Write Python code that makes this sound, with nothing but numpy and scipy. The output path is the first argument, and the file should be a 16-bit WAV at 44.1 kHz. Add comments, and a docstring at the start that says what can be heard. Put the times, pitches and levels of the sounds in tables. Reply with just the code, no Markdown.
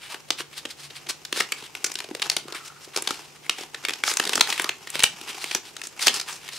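"""Unwrapping a small box

A hand picks at, crinkles and tears thin wrapping paper round a small box on a wooden floor, close by.
Creases snap and knock the box; fingers rustle and drag over the sheet. A small furnished room
answers after a short gap, over air noise and a faint wavering hum.
The loudest snaps carry a short low thump and overload the input."""
import sys
import numpy as np
from scipy import signal
from scipy.fft import rfft, irfft, next_fast_len
from scipy.io import wavfile
from scipy.ndimage import uniform_filter1d, map_coordinates

SR = 44100
rng = np.random.default_rng(int(sys.argv[2]) if len(sys.argv) > 2 else 0)


def to_wav(sig):
    """Store sig (one row per channel, or 1-D mono) as 16-bit WAV at the path in sys.argv[1].

    Samples outside -1..1 are clipped; the rate is SR.
    """
    pcm = np.clip(np.atleast_2d(sig), -1, 1) * 32767
    pcm = np.round(pcm).astype(np.int16)
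    wavfile.write(sys.argv[1], SR, pcm.T)  # frames by channels


N = 290178


def amp(db):
    return 10 ** (np.asarray(db) / 20)


def unit_rms(x):
    return x / np.sqrt(np.mean(x ** 2) + 1e-20)


def along(points, hz):
    """Interpolate (freq_hz, value) points on a log axis."""
    freq_hz, values = np.transpose(points)
    return np.interp(np.log(hz + 1), np.log(freq_hz + 1), values)


def curve(points):
    """Interpolate (time_s, value) points to one value per sample."""
    time_s, values = np.transpose(points)
    return np.interp(np.arange(N) / SR, time_s, values)


def wobble(rate_hz):
    """Smooth random curve with rate_hz knots a second."""
    knots = rng.standard_normal(int(N * rate_hz / SR) + 4)
    return map_coordinates(knots, [np.arange(N) * rate_hz / SR])


def filtered(x, response):
    """Apply a complex frequency response."""
    n = x.shape[-1]
    size = next_fast_len(n + 4096)
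    return irfft(rfft(x, size) * response(np.fft.rfftfreq(size, 1 / SR)), size)[..., :n]


def mode(f, hz, width_hz):
    """Causal resonance of height 1."""
    return 1j * f * width_hz / (hz * hz - f * f + 1j * f * width_hz)


def spread(pair, correlation):
    """Mix two unrelated signals to left and right, following (freq_hz, correlation) points."""
    angle = lambda f: np.arccos(np.clip(along(correlation, f), -1, 1)) / 2
    mid, side = filtered(pair, lambda f: np.array([np.cos(angle(f)), np.sin(angle(f))]))
    return np.array([mid + side, mid - side])


# Air noise spectrum: freq_hz, density_db
AIR_SPECTRUM = [(15, -51), (25, -13), (148, -2.5), (253, -6.5), (411, -3.5), (599, -7.5), (1380, -11),
                (1710, -14), (2630, -12), (8380, -16.5), (15600, -17.5)]
# Hum envelope: time_s, level_db
HUM_LEVELS = [(0.0, -61), (0.73, -59.5), (1.02, -56.5), (1.34, -64.5), (4.21, -65), (4.31, -59),
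              (6.16, -66), (6.58, -60)]


def room_tone():
    """Steady air noise and a narrow, wavering hum."""
    air = filtered(rng.standard_normal((2, N)), lambda f: amp(along(AIR_SPECTRUM, f)))
    air = spread(air, correlation=[(50, 0.15), (300, 0.067), (3000, 0.063), (14000, 0.34)])
    hum = filtered(rng.standard_normal(N), lambda f: mode(f, hz=145, width_hz=10) ** 2)
    return amp(-51) * unit_rms(air) + amp(curve(HUM_LEVELS)) * unit_rms(hum)


# Room decay: freq_hz, t60_s
ROOM_DECAY = [(200, 0.19), (1500, 0.22), (5000, 0.21), (14000, 0.14)]


def room_echo(x):
    """Walls answer after a short gap; the hand moves, so each block meets a new tail."""
    out = np.zeros((2, N + 2 * SR))
    block, gap_s, build_s = 8192, 0.0105, 0.00033
    for start in range(0, N, block):
        hz, t, spectrum = signal.stft(rng.standard_normal((2, SR // 3)), SR, nperseg=256)
        decay = amp(-60 * t / along(ROOM_DECAY, hz)[:, None])
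        tail = signal.istft(spectrum * decay, SR, nperseg=256)[1]
        tail *= 1 - np.exp(-np.arange(tail.shape[1]) / (build_s * SR))
        tail = spread(tail, correlation=[(200, 1.0), (2000, 0.71), (12000, 0.1)])
        mono = x[:, start:start + block].mean(0)
        wet = signal.fftconvolve(mono[None], tail / np.linalg.norm(tail[0]), axes=1)
        out[:, start + round(gap_s * SR):][:, :wet.shape[1]] += wet
    return out[:, :N]


# Low thumps: start_s, level_db
THUMPS = [(4.41, -36), (5.04, -22), (6.068, -36)]


def thumps():
    """Short low thumps under the loudest snaps, one pulse each."""
    out = np.zeros(N + SR)
    decay_s = 0.0011
    age = np.arange(4096) / (decay_s * SR)
    pulse = age * (2 - age) * np.exp(-age)
    for start_s, level_db in THUMPS:
        out[round(start_s * SR):][:len(pulse)] += amp(level_db) * pulse
    return out[:N]


# Box resonances: pitch_hz, width_hz, gain_db
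BOX_MODES = [(321.5, 264, -2), (393, 169.4, 3)]


def box_ring(f):
    """Response of the hollow parcel: broad modes of alternating sign."""
    return sum((-1) ** k * amp(gain_db) * mode(f, pitch_hz, width_hz)
               for k, (pitch_hz, width_hz, gain_db) in enumerate(BOX_MODES))


# Left-right likeness of close sounds: freq_hz, correlation
NEAR_CORRELATION = [(60, 0.97), (250, 1), (2000, 0.88), (6000, 0.79), (15000, 0.31)]


def near_noise(envelope):
    """Shaped stereo noise from close by, widest in the treble."""
    return spread(rng.standard_normal((2, len(envelope))) * envelope, NEAR_CORRELATION)


def crackle(rate_hz, scatter_db, smooth_share, clump_db):
    """Noise in short, clumped grains of very uneven size over a smooth share."""
    decay_s = 0.0025
    onsets = rng.random(N) < rate_hz / SR
    sizes = amp(scatter_db * np.minimum(rng.exponential(size=N), 3.5))
    grains = signal.lfilter([1], [1, -np.exp(-1 / (decay_s * SR))], onsets * sizes)
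    clumps = amp(clump_db * wobble(rate_hz=40))
    return near_noise((unit_rms(grains) + smooth_share) * clumps)


def levelled(x):
    """Hold the half-second rms at 1."""
    power = uniform_filter1d(x.mean(0) ** 2, size=SR // 2)
    return x / np.sqrt(np.abs(power) + 1e-12)


# Thin coated paper: freq_hz, density_db
SHEET_SPECTRUM = [(350, -62), (600, -4), (767, 8.5), (1810, 1), (2720, 7), (3990, -5), (5090, 2.5),
                  (8900, -2.5), (12900, 0.5), (15600, -36)]
# Sheet creasing under the hand: time_s, level_db
RUSTLE_LEVELS = [(0.0, -62), (0.13, -55), (0.31, -58), (1.34, -50), (1.47, -43), (1.61, -49), (2.18, -46),
                 (2.29, -40), (2.44, -49.5), (2.62, -53), (2.91, -55), (3.11, -38), (3.26, -49.5),
                 (3.43, -56), (3.94, -44.5), (4.23, -37), (4.53, -35.5), (4.71, -49), (5.48, -40),
                 (5.61, -47.5), (5.88, -54), (6.17, -37), (6.3, -49), (6.58, -51.5)]


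def rustle():
    """Small creases keep settling; one crackle shakes the sheet and the box under it."""
    sheet_db = curve(RUSTLE_LEVELS)
    box_db = -59 + 0.7 * (sheet_db + 49)  # the box swings less than the sheet
    grains = crackle(rate_hz=250, scatter_db=4, smooth_share=0.8, clump_db=3)
    sheet = filtered(grains, lambda f: amp(along(SHEET_SPECTRUM, f)))
    box = filtered(grains, box_ring)
    return amp(sheet_db) * levelled(sheet) + amp(box_db) * levelled(box)


def paper(drive, edge_drive, pitch_hz, treble_db, width_ratio, broad_db):
    """The moving patch rings at its own pitch, over the sheet's broad voice and a bright edge."""
    ring = lambda f: mode(f, pitch_hz, width_ratio * pitch_hz)
    broad = lambda f: mode(f, hz=2530, width_hz=6000) ** 2
    patch = filtered(drive, lambda f: ring(f) + amp(broad_db) * broad(f))
    edge = filtered(edge_drive, lambda f: mode(f, hz=8230, width_hz=5260) ** 2)
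    return unit_rms(patch) + amp(treble_db) * unit_rms(edge)


def friction(rows, treble_db, width_ratio, broad_db):
    """Fine-grained hiss that swells and fades with each slide or rip."""
    out = np.zeros((2, N + SR))
    pad, rise_share = 8192, 0.51
    t = np.arange(-pad, pad) / SR
    fibres = crackle(rate_hz=900, scatter_db=3, smooth_share=0.57, clump_db=4)
    fibres = np.pad(fibres, ((0, 0), (pad, pad)), "reflect")
    for crest_s, level_db, pitch_hz, length_ms in rows:
        sigma_s = length_ms / 1000 * np.where(t < 0, rise_share, 1 - rise_share)
        swell = np.exp(-0.5 * (t / sigma_s) ** 2)
        span = slice(round(crest_s * SR), round(crest_s * SR) + len(t))
        rub = swell * fibres[:, span]
        hiss = paper(rub, rub, pitch_hz, treble_db, width_ratio, broad_db)
        out[:, span] += amp(level_db) * hiss * np.linalg.norm(swell) / np.linalg.norm(hiss.mean(0))
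    return out[:, pad:N + pad]


# Singing drags: crest_s, level_db, pitch_hz, length_ms
DRAGS = [(2.58, -45.5, 1320, 136), (2.76, -52, 1350, 73), (4.095, -28, 5050, 29), (4.097, -35, 6500, 27),
         (4.33, -43.5, 232, 100), (4.66, -38.5, 1220, 53), (5.11, -48, 190, 70), (6.09, -45.5, 230, 60)]


def drags():
    """The parcel on the floor, or a nail on the sheet, sings at one narrow pitch."""
    return friction(DRAGS, treble_db=-25, width_ratio=0.13, broad_db=-24)


# Strokes and rips: crest_s, level_db, pitch_hz, length_ms
STROKES = [(0.045, -40, 2520, 43), (0.133, -35.5, 980, 43), (0.289, -45.5, 600, 10),
           (0.399, -31.5, 3220, 25), (0.541, -42.5, 2500.0, 18), (0.581, -33.5, 3800, 25),
           (0.707, -36.5, 4130.0, 23), (0.831, -40, 4230, 49), (0.967, -37, 3070.0, 20.6),
           (1.104, -25, 4600.0, 17.3), (1.387, -28.5, 3960.0, 63), (1.62, -40, 2960.0, 56),
           (1.79, -54, 2960, 45), (2.562, -34.5, 2230, 29), (2.651, -41, 5150.0, 56),
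           (2.824, -47.5, 4900, 98), (2.948, -40, 1350.0, 25.0), (3.05, -46, 3970.0, 29),
           (3.191, -43.5, 4230, 110), (3.36, -47.0, 1840, 13), (3.446, -45.5, 2040.0, 25),
           (3.6, -39, 2780, 60), (4.1, -26, 5200.0, 52), (4.317, -42, 3770.0, 190),
           (4.527, -31, 3300.0, 43), (4.605, -31, 2870.0, 30), (4.966, -35, 2920, 107),
           (5.213, -47, 3680, 26), (5.313, -36, 2870, 65.0), (5.427, -37, 4070, 75), (5.529, -35, 3530, 59),
           (5.675, -43.5, 3560, 41), (5.85, -40.5, 5360, 34), (6.035, -24.5, 4560, 42),
           (6.074, -25.5, 3900, 23.5), (6.169, -29, 4450, 43), (6.287, -34, 1380, 33),
           (6.334, -40, 5470, 69.0), (6.478, -46.5, 2800.0, 120), (6.573, -37, 4170, 56)]


def strokes():
    """Soft strokes and rips: fibres part too fast to tell apart."""
    return friction(STROKES, treble_db=-8.5, width_ratio=0.53, broad_db=-4)


# Creases and fibres letting go: start_s, level_db, pitch_hz, knock_db, hold_ms
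SNAPS = [(0.143, -28.5, 1730, -9, 2.4), (0.3044, -13.0, 3560, -16, 1.9), (0.401, -29.5, 2710.0, -5, 1.9),
         (0.4047, -26, 1510, -4, 1.9), (0.6522, -25.5, 2720, -7, 3.6), (0.9003, -39.5, 3250.0, -14, 8.2),
         (1.0648, -37, 2650, -7.5, 6.1), (1.092, -26, 4700, -11, 5.4), (1.25, -29, 3920, -33, 3.1),
         (1.3254, -18.5, 3100.0, -9.5, 2.9), (1.3593, -28, 1860, -11, 2.8), (1.3736, -22, 5000, -6, 1.6),
         (1.4021, -15, 1760, -15, 5.3), (1.5206, -17.5, 2600.0, -19.5, 2.8), (1.6235, -35.5, 3190.0, -2, 3),
         (1.7508, -24.5, 2200.0, -19, 1.3), (1.8426, -15.5, 5500, -18, 3.5),
         (1.8624, -25.5, 5700, -17.5, 4.7), (1.9168, -26, 5300, -37, 1.9),
         (1.9398, -33, 8260.0, -30.0, 2.5), (1.9542, -21.5, 3800, -16, 1.5),
         (1.988, -25.5, 4300.0, -30.0, 1.7), (2.003, -24.5, 2240, -18.5, 1.3),
         (2.0418, -31, 760.0, -6, 2.3), (2.0877, -34, 1000.0, 4, 1.8), (2.1108, -25.5, 926.0, 14.5, 2.2),
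         (2.1493, -23, 855, -6, 1.4), (2.1967, -29.5, 3080.0, -8.5, 1.4), (2.2186, -18, 2730, -40, 2.3),
         (2.2251, -17.5, 3100, -30.0, 1.3), (2.258, -29, 1330, -9, 2.1), (2.2988, -9.5, 4650, -31, 0.75),
         (2.3166, -26, 3680.0, -23, 1.4), (2.3654, -14.5, 3860, -15.5, 2.05),
         (2.4533, -34.5, 710.0, 16.5, 1.3), (2.4811, -32.5, 1310, -2.5, 2.8),
         (2.5232, -27.5, 3900, -7, 1.8), (2.5468, -31.5, 2250, -11, 4.7),
         (2.8728, -39.5, 1250.0, 13.5, 2.5), (2.9616, -17.0, 4930, -11, 2.05),
         (2.9727, -18.5, 4830, -6, 1.9), (2.9804, -28, 1160.0, -13, 5.9), (3.0222, -20.0, 8100.0, -10, 1.3),
         (3.0734, -16, 3800, -17, 2), (3.1066, -18, 1400, -7.5, 1.1), (3.4636, -37.5, 2200.0, -22, 2.5),
         (3.4946, -12, 2940, -21.5, 1.9), (3.5822, -32, 790, -10, 7.2), (3.608, -32, 5200, -1, 3.6),
         (3.6334, -33, 860, -14, 3.4), (3.7445, -26, 1470.0, -20, 2.8), (3.8354, -36.0, 2040.0, -6, 6.9),
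         (3.8496, -18, 2620.0, -26, 2.3), (3.8848, -19, 2550, -13, 1.7), (3.8934, -18.5, 2400, -16, 1.3),
         (3.906, -24, 2520, -9, 1.3), (3.9348, -22.5, 3530, -36, 1.5), (4.0364, -14, 2000, -19.5, 2.1),
         (4.0775, -15.5, 1310, -21, 1.5), (4.1127, -23.5, 1530, -12, 2.6), (4.1375, -21, 7300, -30.0, 1.4),
         (4.1702, -13, 6660, -42, 1.2), (4.1975, -12, 1740, -13, 1.8), (4.2386, -24.0, 3800.0, -30.0, 1.0),
         (4.2523, -21, 3760, -13, 1.8), (4.264, -29.5, 2150.0, -2, 6.8), (4.2733, -20, 3900, -14, 1.7),
         (4.2932, -17, 3900, -10.5, 1.6), (4.3316, -17.5, 2790, -15.5, 3.9),
         (4.3551, -13, 5400, -13.5, 1.7), (4.3767, -17, 1390.0, -8, 1.8),
         (4.3949, -23.5, 3710.0, -5.5, 2.4), (4.4084, -5, 3700, -24.5, 2.4),
         (4.4728, -23, 2110.0, -37, 1.4), (4.5006, -20, 3680, -36, 2.9), (4.5254, -18, 2470, -21, 1.9),
         (4.5778, -23, 2290.0, -28, 1.8), (4.597, -13.5, 1960.0, -11, 1.4), (4.6188, -21.5, 8950, -27, 2.1),
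         (4.6431, -16.5, 1260, -13, 0.84), (4.6909, -16, 2770, -16, 2.3), (4.8719, -30.5, 2220, -17, 3.2),
         (4.9015, -25, 8150, -28, 1.6), (4.9544, -18.5, 2590, -8, 0.88), (4.9928, -17, 2940.0, -16.5, 1.5),
         (5.0035, -17, 3000.0, -32, 1.2), (5.024, -21.0, 2020.0, -21, 3.2),
         (5.0343, -9.5, 8100, -17.5, 4.2), (5.0388, -5.0, 3280, -37, 1.5), (5.2126, -30.5, 3680, -5, 1.6),
         (5.2887, -37, 2980.0, -4, 2.5), (5.4413, -20.5, 2610, -14, 1.4), (5.511, -23.0, 2250, -18, 3.7),
         (5.5479, -14.0, 5640, -12.5, 2.2), (5.766, -28.5, 3630, -20, 1.7),
         (5.8154, -27.0, 2130, -30.0, 1.7), (5.8355, -32, 5490.0, -15.5, 4.8),
         (5.8706, -27.5, 7200.0, -19, 2), (5.9925, -27.5, 2220, -22, 3.3), (6.0689, -8.5, 5200, -18, 2.8),
         (6.08, -8.5, 3060, -29, 2.7), (6.0916, -25.5, 3020.0, -6.5, 1.5), (6.1407, -21.5, 4670, -25, 2.7),
         (6.1693, -25.5, 4470.0, -13, 1.9), (6.1983, -21, 4440, -27.5, 1.7),
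         (6.2124, -25.5, 4370.0, -30.0, 2.5), (6.3242, -32.5, 5800, -16.5, 5.2),
         (6.4785, -33, 3280, -33, 1.6), (6.4878, -29, 2210.0, -32, 2.9), (6.5328, -35.5, 4260.0, -11, 4.3)]


def snaps():
    """Each crease lets go as a few ms of spiky cracks that also knock the box."""
    out = np.zeros((2, N + SR))
    t = np.arange(2048) / SR
    edge_t60_s = 0.0068  # the highest tones die first
    for start_s, level_db, pitch_hz, knock_db, hold_ms in SNAPS:
        hold_s = hold_ms / 1000
        attack = 1 - np.exp(-t / (0.17 * hold_s))
        envelope = attack * amp(-60 * np.maximum(t - hold_s, 0) / (0.013 + 3 * hold_s))
        slips = amp(3.73 * rng.standard_normal(len(t) // 4)).repeat(4)
        cracks = near_noise(envelope * slips)
        edge_drive = cracks * amp(-60 * t / edge_t60_s)
        treble_db = -10.5 + 4 * rng.standard_normal()
        snap = paper(cracks, edge_drive, pitch_hz, treble_db, width_ratio=0.37, broad_db=-6.5)
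        snap += amp(knock_db) * unit_rms(filtered(cracks, box_ring))
        snap *= np.linalg.norm(envelope) / np.linalg.norm(snap.mean(0))
        out[:, round(start_s * SR):][:, :len(t)] += amp(level_db) * snap
    return out[:, :N]


def scene():
    """Paper slightly to the left, its echo and the room tone."""
    snapping = snaps()
    rubbing = strokes() + rustle() + drags()
    pan_db = [[0.4], [-0.4]]
    direct = (snapping + rubbing + thumps()) * amp(pan_db)
    echo = room_echo(amp(-11.5) * snapping + amp(-12.5) * rubbing)
    return direct + echo + room_tone()


# Microphone response: freq_hz, gain_db
MIC_RESPONSE = [(20, -3), (100, -1), (7000, 1), (11000, -6), (15700, -9)]


def record(dry):
    """A microphone dull at the top feeds a saturating, band-limited input."""
    ceiling, cutoff_hz = 1.02, 15720
    heard = filtered(dry, lambda f: amp(along(MIC_RESPONSE, f)))
    clipped = heard / (1 + np.abs(heard / ceiling) ** 8) ** (1 / 8)
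    return filtered(clipped, lambda f: f < cutoff_hz)


dry = scene()
out = record(dry)
to_wav(out)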